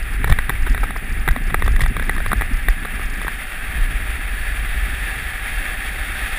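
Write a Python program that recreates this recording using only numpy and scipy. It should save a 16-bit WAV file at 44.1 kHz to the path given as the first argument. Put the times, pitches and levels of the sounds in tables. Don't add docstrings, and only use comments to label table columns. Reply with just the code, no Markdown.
import sys
import numpy as np
from scipy import signal
from scipy.fft import rfft, irfft
from scipy.io import wavfile
from scipy.ndimage import uniform_filter1d

SR = 44100
rng = np.random.default_rng(int(sys.argv[2]) if len(sys.argv) > 2 else 0)


def file_out(sig):
    cols = np.atleast_2d(sig).T
    lim = np.clip(cols, -1, 1)
    pcm = np.round(lim * 32767).astype(np.int16)
    wavfile.write(sys.argv[1], SR, pcm)


N = 281358
TIME = np.arange(N) / SR
SMOOTH_ICE = np.interp(TIME, [3.37, 3.8], [0, 1])


def from_db(db):
    return 10 ** (np.asarray(db) / 20)


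def unit_rms(x):
    return x / np.sqrt(np.mean(x ** 2) + 1e-20)


def curves(rows):
    times, *columns = np.transpose(rows)
    return [np.interp(TIME, times, column) for column in columns]


def coloured(x, spectrum):
    hz, db = np.transpose(spectrum)
    log_f = np.log(np.maximum(np.fft.rfftfreq(N, 1 / SR), 1))
    outside = np.maximum(np.log(hz[0]) - log_f, 0) + np.maximum(log_f - np.log(hz[-1]), 0)
    gain_db = np.interp(log_f, np.log(hz), db) - 80 * outside
    return unit_rms(irfft(rfft(x) * from_db(gain_db), N))


def drift(rate_hz):
    f = np.fft.rfftfreq(N, 1 / SR)
    return unit_rms(irfft(rfft(rng.standard_normal(N)) / (1 + (f / rate_hz) ** 2), N))


def resonance(x, hz, width_hz):
    r = np.exp(-np.pi * width_hz / SR)
    feedback = [1, -2 * r * np.cos(2 * np.pi * hz / SR), r * r]
    return signal.lfilter(np.array([1, 0, -1]) * (1 - r * r) / 2, feedback, x + 1e-18)


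def steady(x, span_s):
    return x / np.sqrt(uniform_filter1d(x ** 2, int(span_s * SR)) + 1e-6)


def add(track, start_s, piece):
    i = int(start_s * SR)
    track[i:i + len(piece)] += piece[:N - i]


def friction(grains_per_s, grain_share, flutter_db):
    grains = (rng.random(N) < grains_per_s / SR) * rng.standard_normal(N)
    force = rng.standard_normal(N) + grain_share * unit_rms(grains)
    return force * from_db(flutter_db * drift(rate_hz=20))


# t/s, level/dB
GLIDE = [(0.0, -32.5), (0.78, -32.5), (1.03, -33.5), (1.79, -33.5), (2.13, -32), (2.49, -33), (2.9, -31.5),
         (5.21, -29), (5.6, -29.5), (6.38, -28)]
# f/Hz, width/Hz, level/dB against the grind
STEEL_TONES = [(607, 26, -29.5), (770, 62, -21), (1695, 330, -8)]
# f/Hz, relative level/dB
GRIND_SPECTRUM = [(150, -25), (250, -17), (313, -12), (551, -14.5), (593, -12), (653, -12.5), (774, -8),
                  (853, -13), (1070, -14.5), (1210, -5.5), (1530, -5), (1710, 2), (2730, -6), (2970, -16),
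                  (3200, -30), (4160, -47), (7040, -120)]
BITE_SPECTRUM = [(2800, -38), (3080, -2.5), (3250, 0.5), (3450, -2), (3700, -1.5), (4050, -13), (4280, -14),
                 (4500, -7), (4800, -15.5), (5700, -17), (6000, -27.5), (6400, -19), (7400, -16.5),
                 (8000, -15.5)]
SIZZLE_SPECTRUM = [(7000, -36), (8000, -26.5), (8400, -5.5), (8850, -9.5), (9500, -0.5), (10350, 2),
                   (10950, -18), (11600, -19), (12500, -33), (13200, -14), (13650, 0.5), (14500, -4),
                   (14950, -12), (15250, -6)]


def runners(cruise_db=-31):
    glide_db, = curves(GLIDE)
    faster_db = glide_db - cruise_db
    force = friction(grains_per_s=1500, grain_share=0.48, flutter_db=1.0)
    steel = np.zeros(N)
    for hz, width_hz, db in STEEL_TONES:
        band = resonance(rng.standard_normal(N), hz, width_hz)
        steel += from_db(db) * unit_rms(resonance(band, hz, width_hz))
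    grind = from_db(glide_db) * (coloured(force, GRIND_SPECTRUM) + steel)
    bite = from_db(-45 + 1.83 * faster_db) * coloured(force, BITE_SPECTRUM)
    sizzle = from_db(-42 + 1.03 * faster_db) * coloured(force, SIZZLE_SPECTRUM)
    return grind + bite + sizzle


# t/s, relative shudder level/dB, relative wind level/dB
RIDE = [(0.0, -21.5, -41.5), (0.15, -18, -36.5), (0.3, -10.5, -28), (0.45, -19, -41.5), (0.75, -13, -32),
        (1.03, -27, -40), (1.12, -17, -37), (1.45, -17.5, -33.5), (1.65, -12.5, -32.5), (2.0, -17, -33),
        (2.45, -17, -38.5), (2.9, -24, -36.5), (3.25, -22.5, -37.5), (3.5, -29, -46), (3.82, -20, -35.5),
        (4.2, -22, -42.5), (4.8, -18.5, -40.5), (5.3, -26, -42.5), (6.38, -23.5, -41)]
# f/Hz, relative level/dB
ROUGH_SPECTRUM = [(11, -46), (18, -3), (28, 0), (44, -6.5), (55, -8.5), (70, -21), (110, -26.5), (140, -47),
                  (240, -120)]
SMOOTH_SPECTRUM = [(8.8, -37), (15, 0), (27, -2.5), (48, 0.5), (57, -3), (70, -12), (103, -20.5),
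                   (130, -26), (170, -40.5), (290, -120)]


def shudder(gain_db, surge_db):
    shudder_db, _ = curves(RIDE)
    bumps = rng.standard_normal(N)
    rough = (1 - SMOOTH_ICE) * coloured(bumps, ROUGH_SPECTRUM)
    smooth = SMOOTH_ICE * coloured(bumps, SMOOTH_SPECTRUM)
    level_db = shudder_db + gain_db + surge_db * drift(rate_hz=11)
    return from_db(level_db) * steady(rough + smooth, span_s=0.135)


# f/Hz, relative level/dB
BUFFET_SPECTRUM = [(41, -36), (70, -4), (95, -8.5), (129, -9.5), (253, -10), (312, -19.5), (343, -23.5),
                   (400, -17.5), (520, -40), (880, -120)]


def wind(gain_db, gust_db):
    _, wind_db = curves(RIDE)
    lumps = steady(coloured(rng.standard_normal(N), BUFFET_SPECTRUM), span_s=0.066)
    return from_db(wind_db + gain_db + gust_db * drift(rate_hz=35)) * lumps


# f/Hz, relative level/dB
SCRATCH_SPECTRUM = [(4200, -7), (4700, 2), (5150, 0), (5650, -4), (6000, -34), (6400, -1), (7400, -5),
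                    (8200, -9.5)]


def scratches(heave, rub_db, slip_threshold):
    swing = steady(uniform_filter1d(heave, SR // 200), span_s=0.34)
    slipping = np.tanh(np.maximum(swing / slip_threshold - 1, 0)) * (1 - SMOOTH_ICE)
    force = friction(grains_per_s=960, grain_share=0.8, flutter_db=1.5)
    return from_db(rub_db) * slipping * coloured(force, SCRATCH_SPECTRUM)


def rattle(length_s):
    burst = rng.standard_normal(SR // 10)[:int(length_s * SR)]
    burst *= np.sin(np.linspace(0, np.pi, len(burst)))
    return burst / np.linalg.norm(burst)


# f/Hz, rise t/s, relative level/dB
MOUNT_MODES = [(378, 0.0016, -19), (755, 0.0013, -15.5), (1212, 0.001, -10), (1610, 0.002, -14.5),
               (1915, 0.0017, -10), (2286, 0.002, -20), (3605, 0.00078, -18.5), (8450, 0.00088, -29.5),
               (10085, 0.0019, -24.5), (10640, 0.001, -28), (12740, .0012, -33), (13900, 0.0016, -26.5)]


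def clack(strength_db, treble_db, bass_db, scatter_db):
    hz, rise_s, mode_db = np.transpose(MOUNT_MODES)[:, :, None]
    t = TIME[:SR // 50]
    band_db = [bass_db + 15, strength_db, strength_db, treble_db + 20.5]
    blow_db = np.interp(np.log(hz), np.log([900, 1800, 3000, 8000]), band_db)
    blow_db += scatter_db * rng.standard_normal(hz.shape)
    phase = np.pi * np.arange(len(hz))[:, None] + hz / 5000 * rng.standard_normal(hz.shape)
    swell = (t / rise_s * np.exp(1 - t / rise_s)) ** 2
    return -np.sum(from_db(mode_db + blow_db) * swell * np.sin(2 * np.pi * hz * t + phase), axis=0)


def knock_treble_db(strength_db):
    return -18.5 + 0.92 * strength_db


# t/s, relative level/dB, relative bass level/dB
KNOCKS = [(0.243, -0.5, -16.5), (0.323, 1.5, -20), (0.387, -1, -22), (0.494, 2, -17.5),
          (0.501, -6.5, -17.5), (0.746, -7, -22.5), (0.777, -9, -26), (0.906, -9, -25), (1.277, -0.5, -13),
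          (1.286, 0, -18.5), (1.309, -10.5, -31), (1.362, -8, -18), (1.543, 2, -13), (1.622, -4.5, -17),
          (1.678, -5.5, -16.5), (1.762, -5.5, -32), (1.806, -2, -42), (1.861, -5.5, -23), (1.966, -6, -23),
          (1.996, -6.5, -21), (2.094, 0, -17), (2.18, -8, -24), (2.261, -6, -22), (2.316, -3, -19.5),
          (2.33, -1.5, -12), (2.41, -5.5, -21), (2.419, -4.5, -17), (2.684, 0.5, -16.5),
          (2.995, -22, -23.5), (3.215, -10, -25), (3.28, -4, -22.5)]


def knocks(gain_db, rattle_s, rattle_share):
    out = np.zeros(N)
    for start_s, strength_db, bass_db in KNOCKS:
        contact = rattle_share * rattle(rattle_s)
        contact[0] += 1
        ring = clack(strength_db, knock_treble_db(strength_db), bass_db, scatter_db=0.5)
        add(out, start_s, np.convolve(contact, ring))
    return from_db(gain_db) * out


# f/Hz, relative level/dB
CRACK_SPECTRUM = [(2500, 12), (3150, -7.5), (3600, -37), (4500, -21), (5200, -6), (6000, -16), (7500, -8),
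                  (8400, -8), (10200, 6), (11800, -9), (13000, -4), (14000, 9), (15200, -17)]


def cracks(gain_db, length_s):
    envelope = np.zeros(N)
    swell = np.hanning(int(length_s * SR))
    for start_s, strength_db, _ in KNOCKS:
        add(envelope, start_s, from_db(knock_treble_db(strength_db) + gain_db) * swell)
    return envelope * coloured(rng.standard_normal(N), CRACK_SPECTRUM)


def boom(centre_s, db, hz, half_cycles):
    turns = (TIME - centre_s) * hz
    return from_db(db) * np.cos(2 * np.pi * turns) * np.exp(-(turns / half_cycles) ** 2)


def thuds(gain_db):
    return sum(boom(at_s, db + gain_db, hz=148, half_cycles=0.81) for at_s, db, _ in KNOCKS)


# t/s, relative level/dB, length t/s, relative crunch level/dB
CHATTERS = [(0.27, -11, 0.013, -42), (0.292, -8.5, 0.015, -34), (0.311, -12.5, 0.0081, -39),
            (0.661, -10.5, 0.017, -52), (0.828, -8, 0.017, -47), (0.955, -14.5, 0.013, -52),
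            (1.495, -12.5, 0.015, -47), (1.654, -16.5, 0.016, -38), (1.791, -15.5, 0.0069, -35),
            (1.802, -9.5, 0.026, -32.5), (1.833, -12, 0.0085, -45), (2.021, -14.5, 0.0078, -41),
            (2.161, -16, .006, -44), (2.2, -13.5, 0.0061, -48), (2.846, -11, 0.012, -54),
            (3.245, -16.5, 0.0059, -53), (3.266, -16, 0.0052, -50)]


def chatters():
    out = np.zeros(N)
    for start_s, db, length_s, _ in CHATTERS:
        ring = clack(db, treble_db=db - 19.0, bass_db=db - 11.5, scatter_db=3.0)
        add(out, start_s, np.convolve(rattle(length_s), ring))
    return out


# f/Hz, relative level/dB
CRUNCH_SPECTRUM = [(1200, 0), (2500, 9), (3700, 7), (4400, -2), (5300, -1), (6000, -8), (7000, -5),
                   (8500, 1), (10200, -2), (12500, -13), (14000, -2), (15200, -10)]


def crunches(gain_db):
    envelope = np.zeros(N)
    for start_s, _, length_s, db in CHATTERS:
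        add(envelope, start_s, from_db(db + gain_db) * np.hanning(int(1.25 * length_s * SR)))
    force = friction(grains_per_s=1200, grain_share=1.0, flutter_db=0.5)
    return envelope * coloured(force, CRUNCH_SPECTRUM)


# t/s, level/dB, f/Hz, half length/cycles
JOLTS = [(0.307, -9.5, 128, 1.2), (0.322, 0, 51.3, 0.34), (0.627, -14.5, 35.3, 0.46),
         (0.702, -9, 28.3, 0.39), (1.293, -23.5, 145, 2), (1.315, -4.5, 36.3, 0.38),
         (1.374, -24.5, 245, 2.1), (1.762, -7, 32, 0.59), (1.824, -18.5, 130, 2), (1.841, -6.5, 37.2, 0.48),
         (2.335, -21, 208, 1.8), (2.518, -21.5, 244, 2), (2.538, -6.5, 35, 0.61), (2.7, -7.5, 37, 0.76),
         (3.059, -12, 33, 0.36), (3.828, -8.5, 30.2, 0.87), (3.960, -9, 38.3, 0.92), (4.127, -21, 45, 0.3),
         (5.584, -13, 38, 0.65)]


def jolts():
    return sum(boom(*jolt) for jolt in JOLTS)


def scene():
    heave = shudder(gain_db=-2.0, surge_db=1.16) + thuds(gain_db=-22.5) + jolts()
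    mount = knocks(gain_db=-5.0, rattle_s=0.0033, rattle_share=0.86) + chatters()
    grit = cracks(gain_db=-8.5, length_s=0.0051)
    grit += scratches(heave, rub_db=-45.5, slip_threshold=0.69)
    grit += crunches(gain_db=3.5)
    return (runners() + heave + wind(gain_db=-1.5, gust_db=3.5) + mount + grit)[None]


def record(dry):
    cutoff_hz = 15350
    low_pass = signal.ellip(12, .1, 80, cutoff_hz, fs=SR, output="sos")
    return signal.sosfilt(low_pass, np.clip(dry, -1, 1))


dry = scene()
out = record(dry)
file_out(out)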